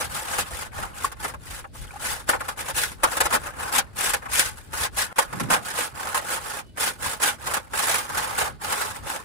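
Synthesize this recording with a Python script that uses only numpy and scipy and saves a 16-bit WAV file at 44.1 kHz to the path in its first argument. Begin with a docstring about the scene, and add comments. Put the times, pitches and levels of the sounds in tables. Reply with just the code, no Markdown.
"""Scrubbing a chain in a wet tray

A stiff brush scrubs a chain in a steel tray of shallow liquid outdoors, and hands drag and drop the chain.
Dense random clicks drive damped modes of the tray floor and of the links and bristles; knocks stand out.
Bubbles are short rising tones, the slosh is low noise; a bird or insect peeps once, a throbbing sine.
Far rumble and wind are shaped noise; the level dips briefly once, as the balance moves from left to right."""
import sys
import numpy as np
from scipy import signal
from scipy.fft import rfft, irfft, next_fast_len
from scipy.io import wavfile

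SR = 44100
rng = np.random.default_rng(int(sys.argv[2]) if len(sys.argv) > 2 else 0)


def dump(signal):
    """Clip the signal to [-1, 1] and save it as 16-bit WAV at the path in sys.argv[1]."""
    limited = np.clip(np.atleast_2d(signal).T, -1, 1)
    pcm = np.round(limited * 32767).astype(np.int16)
    wavfile.write(sys.argv[1], SR, pcm)


N = 407484

# links and brush ferrule knocking the tray:
# (time [s], relative peak of the tray ring [dB], relative peak of the link ticks [dB])
KNOCK_EVENTS = [(0.384, -11.5, -21), (0.826, -18, -33), (1.044, -15, -23.5), (1.117, -26.5, -35),
                (1.245, -14.5, -34), (1.338, -24, -42), (1.642, -25.5, -53), (1.748, -33, -53),
                (2.29, -5, -15.5), (2.333, -8.5, -40), (2.406, -16.5, -32), (2.483, -15.5, -25),
                (3.034, -4.5, -15), (3.113, -24, -29), (3.168, -12.5, -21), (3.204, -6, -13),
                (3.255, -10, -20.5), (3.305, -17, -28), (3.325, -12.5, -21), (3.725, -35, -23.5),
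                (3.781, -11, -13), (4.135, -11.5, -16), (4.221, -28.5, -49), (4.257, -22.5, -45),
                (4.288, -26.5, -47), (4.314, -28, -29), (4.732, -18.5, -29), (5.184, -6, -13.5),
                (5.327, -18.5, -34), (5.398, -14, -25), (5.503, -7.5, -18), (6.145, -11.5, -19.5),
                (6.773, -19.5, -32.5), (7.2, -22, -32.5), (7.537, -13.5, -18), (7.565, -15.5, -25.5),
                (7.734, -15, -29), (8.176, -16.5, -20.5), (8.722, -14.5, -20)]


def scrubbing():
    """Modal excitation: the same contacts drive two resonators, the tray floor and the links."""
    # modal energy of the tray floor and of the links: (frequency [Hz], relative level [dB per Hz])
    tray_spectrum = [(120, -23), (200, -12), (379, -10.5), (512, 1.5), (661, -7.5), (805, 5.5), (992, -0.5),
                     (1100, 4.5), (1580, 0), (1730, -3), (3200, -19), (4160, -51), (7040, -120)]
    link_spectrum = [(1410, 0.5), (2400, -6), (2660, -6), (5640, -9), (10500, -5.5), (11100, -5),
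                     (12400, -16), (14900, -11.5), (15900, -22)]
    # reverberation times, the tray's shortened by the liquid: (frequency [Hz], 60 dB decay time [s])
    tray_decay = [(200, 0.13), (1000, 0.061), (3200, 0.011)]
    link_decay = [(2400, 0.1), (8000, 0.032), (15700, 0.028)]
    ring_db, tick_db = stroke_levels()
    slips = contacts(per_s=4000, spread_db=4.5, clump_db=2.5)
    spot = spots(moves_per_s=300)
    tray = responses(tray_spectrum, tray_decay, count=300, size=4096)
    links = responses(link_spectrum, link_decay, count=900, size=1536)
    _, ring_peak_db, tick_peak_db = np.transpose(KNOCK_EVENTS)
    tray_drive = slips * from_db(ring_db) + knocks(ring_peak_db - 4.5, tray, rattle_s=0.016)
    link_drive = slips * from_db(tick_db) + knocks(tick_peak_db + 4, links, rattle_s=0.014)
    return excite(tray_drive, spot, tray) + excite(link_drive, spot, links)


def stroke_levels():
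    """Friction level follows speed: bell-shaped strokes, ticks falling off faster; overlaps add in power."""
    # brush strokes and drags of the chain: (time of the fastest moment [s], rise [s], fall [s],
    # tray ring level [dB], link and bristle tick level [dB])
    strokes = [(0, 0.03, 0.092, -28.5, -26), (0.139, 0.074, 0.23, -34, -32.5),
               (0.293, 0.068, 0.22, -31, -31), (0.393, 0.032, 0.047, -34, -24),
               (0.607, 0.29, 0.087, -36, -34.5), (0.769, 0.058, 0.19, -33.5, -38),
               (1.016, 0.11, 0.11, -34.5, -34), (1.25, 0.083, 0.09, -34, -34),
               (1.557, 0.17, 0.08, -40.5, -36), (1.754, 0.03, 0.2, -52, -42.5),
               (1.961, 0.23, 0.222, -45.5, -48.5), (2.068, 0.1, 0.18, -31.5, -27.5),
               (2.3, 0.032, 0.043, -29.5, -26.5), (2.345, 0.019, 0.03, -25, -32),
               (2.498, 0.18, 0.061, -37.5, -41), (2.604, 0.046, 0.043, -29.5, -28.5),
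               (2.697, 0.066, 0.026, -31, -30), (2.787, 0.067, 0.17, -32.5, -24),
               (3.046, 0.019, 0.052, -21.5, -30), (3.162, 0.18, 0.37, -33, -33.5),
               (3.345, 0.03, 0.029, -19, -21.5), (3.44, 0.016, 0.12, -34, -39),
               (3.637, 0.11, 0.23, -29.5, -34.5), (3.785, 0.089, 0.032, -25.5, -21),
               (4.042, 0.093, 0.15, -27, -22), (4.228, 0.015, 0.11, -40, -48),
               (4.36, 0.071, 0.16, -29.5, -19.5), (4.527, 0.015, 0.24, -50.5, -47.5),
               (4.832, 0.12, 0.055, -26.5, -22), (5.013, 0.081, 0.07, -29.5, -23),
               (5.115, 0.04, 0.066, -39, -52), (5.19, 0.064, 0.08, -26, -28),
               (5.431, 0.21, 0.088, -36.5, -40), (5.515, 0.029, 0.089, -19.5, -23),
               (5.71, 0.12, 0.021, -32.5, -31.5), (5.794, 0.091, 0.12, -27.5, -25),
               (5.978, 0.052, 0.52, -33, -36), (6.168, 0.02, 0.035, -23, -24),
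               (6.343, 0.14, 0.04, -29.5, -26.5), (6.564, 0.3, 0.067, -32.5, -32),
               (6.828, 0.064, 0.12, -28, -23.5), (7.073, 0.098, 0.12, -29.5, -26),
               (7.237, 0.04, 0.11, -25, -20), (7.445, 0.07, 0.23, -34.5, -35.5),
               (7.55, 0.089, 0.057, -28, -31), (7.765, 0.043, 0.4, -29.5, -26),
               (7.944, 0.22, 0.083, -26.5, -22.5), (8.19, 0.16, 0.3, -27.5, -30),
               (8.395, 0.06, 0.045, -22.5, -22), (8.431, 0.17, 0.1, -29, -33),
               (8.649, 0.051, 0.2, -29.5, -30), (8.799, 0.19, 0.24, -30.5, -30),
               (9.095, 0.071, 0.15, -30, -30.5)]
    ring_swing_db, tick_swing_db = 20.5, 27.5   # below the peak at one rise before it or one fall after it
    rest_ring_db, rest_tick_db = -74.5, -65   # liquid and links never lie quite still
    curve = 2.05   # exponent; 2 = Gaussian bell in time
    peak_s, rise, fall, ring_db, tick_db = np.array(strokes).T[:, :, None]
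    t = np.arange(0, N + 64, 64) / SR
    before = (peak_s - t) / np.maximum(rise, 0.005)
    after = (t - peak_s) / np.maximum(fall, 0.005)
    away = np.where(t < peak_s, before, after) ** curve
    layers = (ring_db, ring_swing_db, rest_ring_db), (tick_db, tick_swing_db, rest_tick_db)
    levels = []
    for top, swing, rest in layers:
        power = np.sum(from_db(top - swing * away) ** 2, axis=0) + from_db(rest) ** 2
        levels.append(np.interp(np.arange(N) / SR, t, 10 * np.log10(power)))
    return levels


def contacts(per_s, spread_db, clump_db):
    """Stick-slip as random impulses: slips of bristles and links, uneven in size, in clumps; rms 1."""
    sizes = from_db(spread_db * np.minimum(rng.exponential(1, N), 3.5))
    signs = rng.choice([-1, 1], N)
    happens = rng.random(N) < per_s / SR
    clumps = from_db(clump_db * drift(corner_hz=45))
    return rms_one(sizes * signs * happens * clumps)


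def knocks(level_db, rings, rattle_s):
    """Multiple impact: neighbouring links land one after another, swelling quickly, then dying."""
    hardest, fall_db = 0.11, 11.5   # share of the rattle at its hardest; loss over one rattle length [dB]
    jitter = rng.uniform(0, 1, (len(KNOCK_EVENTS), 8))
    jitter[:, 0] = 0   # the first click is on time
    lags = (np.arange(8) + jitter) / 8
    at = ((np.array(KNOCK_EVENTS)[:, :1] + rattle_s * lags) * SR).astype(int)
    clicks = np.zeros(N)
    np.add.at(clicks, np.minimum(at, N - 1), from_db(level_db[:, None] - fall_db * np.abs(lags - hardest)))
    return clicks / np.abs(rings).max(axis=-1).mean()


def spots(moves_per_s):
    """A moving point of excitation: the contact stays on one spot for a moment, then moves on."""
    moves = np.cumsum(rng.random(N) < moves_per_s / SR)
    return rng.integers(0, 12, N)[moves]


def responses(spectrum, t60s, count, size):
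    """Modal superposition, evenly dense as in a plate: twelve spots heard left and right, each of energy 1."""
    low, high = spectrum[0][0], spectrum[-1][0]
    hz = (low + (high - low) * (np.arange(count) + rng.random(count)) / count)[:, None]
    t, t60 = np.arange(size) / SR, at_hz(t60s, hz)
    decay = from_db(at_hz(spectrum, hz) - 60 * t / t60) / np.sqrt(t60)   # energy does not depend on t60
    modes = decay * np.exp(2j * np.pi * hz * t)
    # each spot drives some modes far more, and each microphone meets them in another phase
    drive = from_db(rng.normal(0, 2.0, (12, 1, count)))
    shapes = rng.standard_normal((12, 2, count)) + 1j * rng.standard_normal((12, 2, count))
    onset = np.minimum(t / 0.00019, 1)
    rings = ((drive * shapes) @ modes).real * onset
    return rings / np.sqrt(np.sum(rings ** 2, axis=2, keepdims=True))


def excite(clicks, spot, rings):
    """Convolution: every click rings with the impulse response of its spot."""
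    size = next_fast_len(N + rings.shape[-1])
    total = sum(rfft(clicks * (spot == k), size) * rfft(ring, size) for k, ring in enumerate(rings))
    return irfft(total, size)[:, :N]


def splashing(per_s, level_db):
    """Bubble resonance: small bubbles follow the strokes in level; a few large ones stand alone."""
    # air pockets closing in the liquid: (time [s], peak level [dB], starting frequency [Hz])
    plops = [(1.044, -12.5, 1076), (1.879, -41, 3030), (1.906, -38, 1440), (1.907, -36, 2300),
             (1.936, -37, 770), (1.958, -32, 795), (5.184, -12, 875), (7.058, -24, 960), (8.381, -24, 1360)]
    out = np.zeros((2, N + SR))
    stroke_db = stroke_levels()[0] + level_db
    rows = [(int(s * SR), peak_db, hz, 16.0) for s, peak_db, hz in plops]
    for when, size, pitch in rng.random((int(per_s * N / SR), 3)):
        at = int(when * N)
        rows.append((at, stroke_db[at] - 14 * size, 600 * 6.0 ** pitch, 11.0))
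    for at, peak_db, hz, cycles in rows:
        tone = bubble(from_db(peak_db), hz, cycles)
        out[:, at:at + tone.shape[1]] += tone
    return out[:, :N]


def bubble(peak, hz, cycles):
    """A pulsating bubble: a short tone rising in pitch as it dies, in another phase at each microphone."""
    age = np.arange(int(cycles / hz * SR)) * hz / SR / cycles   # 0 to 1 over its life
    turns = cycles * age * (1 + 0.049 * age) + rng.random((2, 1))
    envelope = np.sin(np.pi * age ** 0.46) ** 2   # quick swell, slow fall
    return peak * envelope * np.sin(2 * np.pi * turns)


def slosh():
    """Flexure of the tray under moving liquid: a dull, lumpy wobble of low band noise."""
    # wobble before its random lumps: (time [s], level [dB])
    slosh_level = [(5.22, -62), (5.34, -41.5), (5.432, -30.5), (5.6, -41.5), (5.75, -57)]
    band = signal.butter(2, [100, 260], "band", fs=SR, output="sos")
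    noise = rms_one(signal.sosfilt(band, rng.standard_normal((2, N))))
    lumps = from_db(4.0 * drift(corner_hz=25.0))
    return burst(slosh_level) * lumps * noise


def peep():
    """Frequency and amplitude modulation: a thin, slightly throbbing tone."""
    # peak of the peep before its throbbing: (time [s], level [dB])
    peep_level = [(6.63, -73), (6.66, -58), (6.715, -60), (6.735, -74), (6.77, -81)]
    hz = 2980 * (1 + 0.0037 * drift(corner_hz=38.0))
    channel_phase = np.array([[0], [1.5]])   # rad
    tone = np.sin(2 * np.pi * np.cumsum(hz) / SR + channel_phase)
    return burst(peep_level) * from_db(2.5 * drift(corner_hz=24.0)) * tone


def outdoors():
    """Partial coherence: far rumble and air partly shared by both microphones, lumpy wind own to each."""
    # spectrum of rumble and air: (frequency [Hz], relative level [dB per Hz])
    rumble_spectrum = [(12, -28), (20, -5.5), (70, 16), (618, -8.5), (1110, -28), (4600, -21), (10600, -73),
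                       (15700, -41)]
    # background: (time [s], rumble level before its slow drift [dB], level of wind on the microphones [dB])
    background_level = [(0, -45.5, -44), (5.12, -46.5, -48.5), (5.17, -62, -53), (5.8, -48, -72),
                        (9.24, -46.5, -52)]
    rumble_db, wind_db = in_time(background_level)
    hz = np.maximum(np.fft.rfftfreq(N, 1 / SR), 1)
    white = rng.standard_normal((2, N)) + 0.56 * rng.standard_normal(N)   # own part + shared part
    air = rms_one(irfft(rfft(white) * from_db(at_hz(rumble_spectrum, hz)), N))
    band = signal.butter(2, [30, 75], "band", fs=SR, output="sos")
    wind = signal.sosfilt(band, rng.standard_normal((2, N)))
    gusty = rms_one(wind * from_db(6 * drift(corner_hz=6.2)))
    return air * from_db(rumble_db + 2.6 * drift(corner_hz=11.6)) + gusty * from_db(wind_db)


def drift(corner_hz):
    """Low-passed noise (two equal poles): a slow random curve of spread about 1."""
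    r = np.exp(-2 * np.pi * corner_hz * 40 / SR)   # one value every 40 samples
    slow = signal.lfilter([1], [1, -2 * r, r * r], rng.standard_normal(N // 40 + 2002))[2000:]
    return np.interp(np.arange(N) / 40, np.arange(len(slow)), rms_one(slow))


def from_db(db):
    """Decibel law: amplitude gain of a level."""
    return 10 ** (np.asarray(db) / 20)


def rms_one(x):
    """Power normalisation: scale to unit rms."""
    return x / np.sqrt(np.mean(x ** 2) + 1e-20)


def in_time(rows):
    """Linear interpolation: the columns of a curve at every sample."""
    s, *columns = np.transpose(rows)
    return [np.interp(np.arange(N) / SR, s, c) for c in columns]


def burst(rows):
    """Envelope: gain of a level curve that is silent outside its span."""
    s, db = np.transpose(rows)
    return from_db(np.interp(np.arange(N) / SR, s, db, left=-200, right=-200))


def at_hz(points, hz):
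    """Logarithmic pitch: read a spectrum on a log-frequency axis."""
    points_hz, values = np.transpose(points)
    return np.interp(np.log(hz), np.log(points_hz), values)


def scene():
    """Stereo by level difference: all sources but the background lean left at first, right later."""
    # balance: (time [s], left minus right [dB])
    balance = [(0, .7), (5.1, 1.3), (5.2, -1.7), (9.24, -1.7)]
    lean = from_db(in_time(balance)[0] / 2 * np.array([[1], [-1]]))
    near = scrubbing() + splashing(per_s=60, level_db=1.5) + slosh() + peep()
    return lean * near + outdoors()


def record(dry):
    """Gating, saturation and low-pass: the level dips briefly, peaks are rounded, the top is cut."""
    t = np.arange(N) / SR
    start, end = 5.130, 5.158   # dip [s]
    fades = np.maximum((start - t) / 0.0011, (t - end) / 0.004)
    gate = np.clip(fades, from_db(-22), 1)
    low_pass = signal.cheby2(20, 50, 16000, fs=SR, output="sos")   # 50 dB down from 16 kHz up
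    return signal.sosfilt(low_pass, np.tanh(dry * gate))


dry = scene()
out = record(dry)
dump(out)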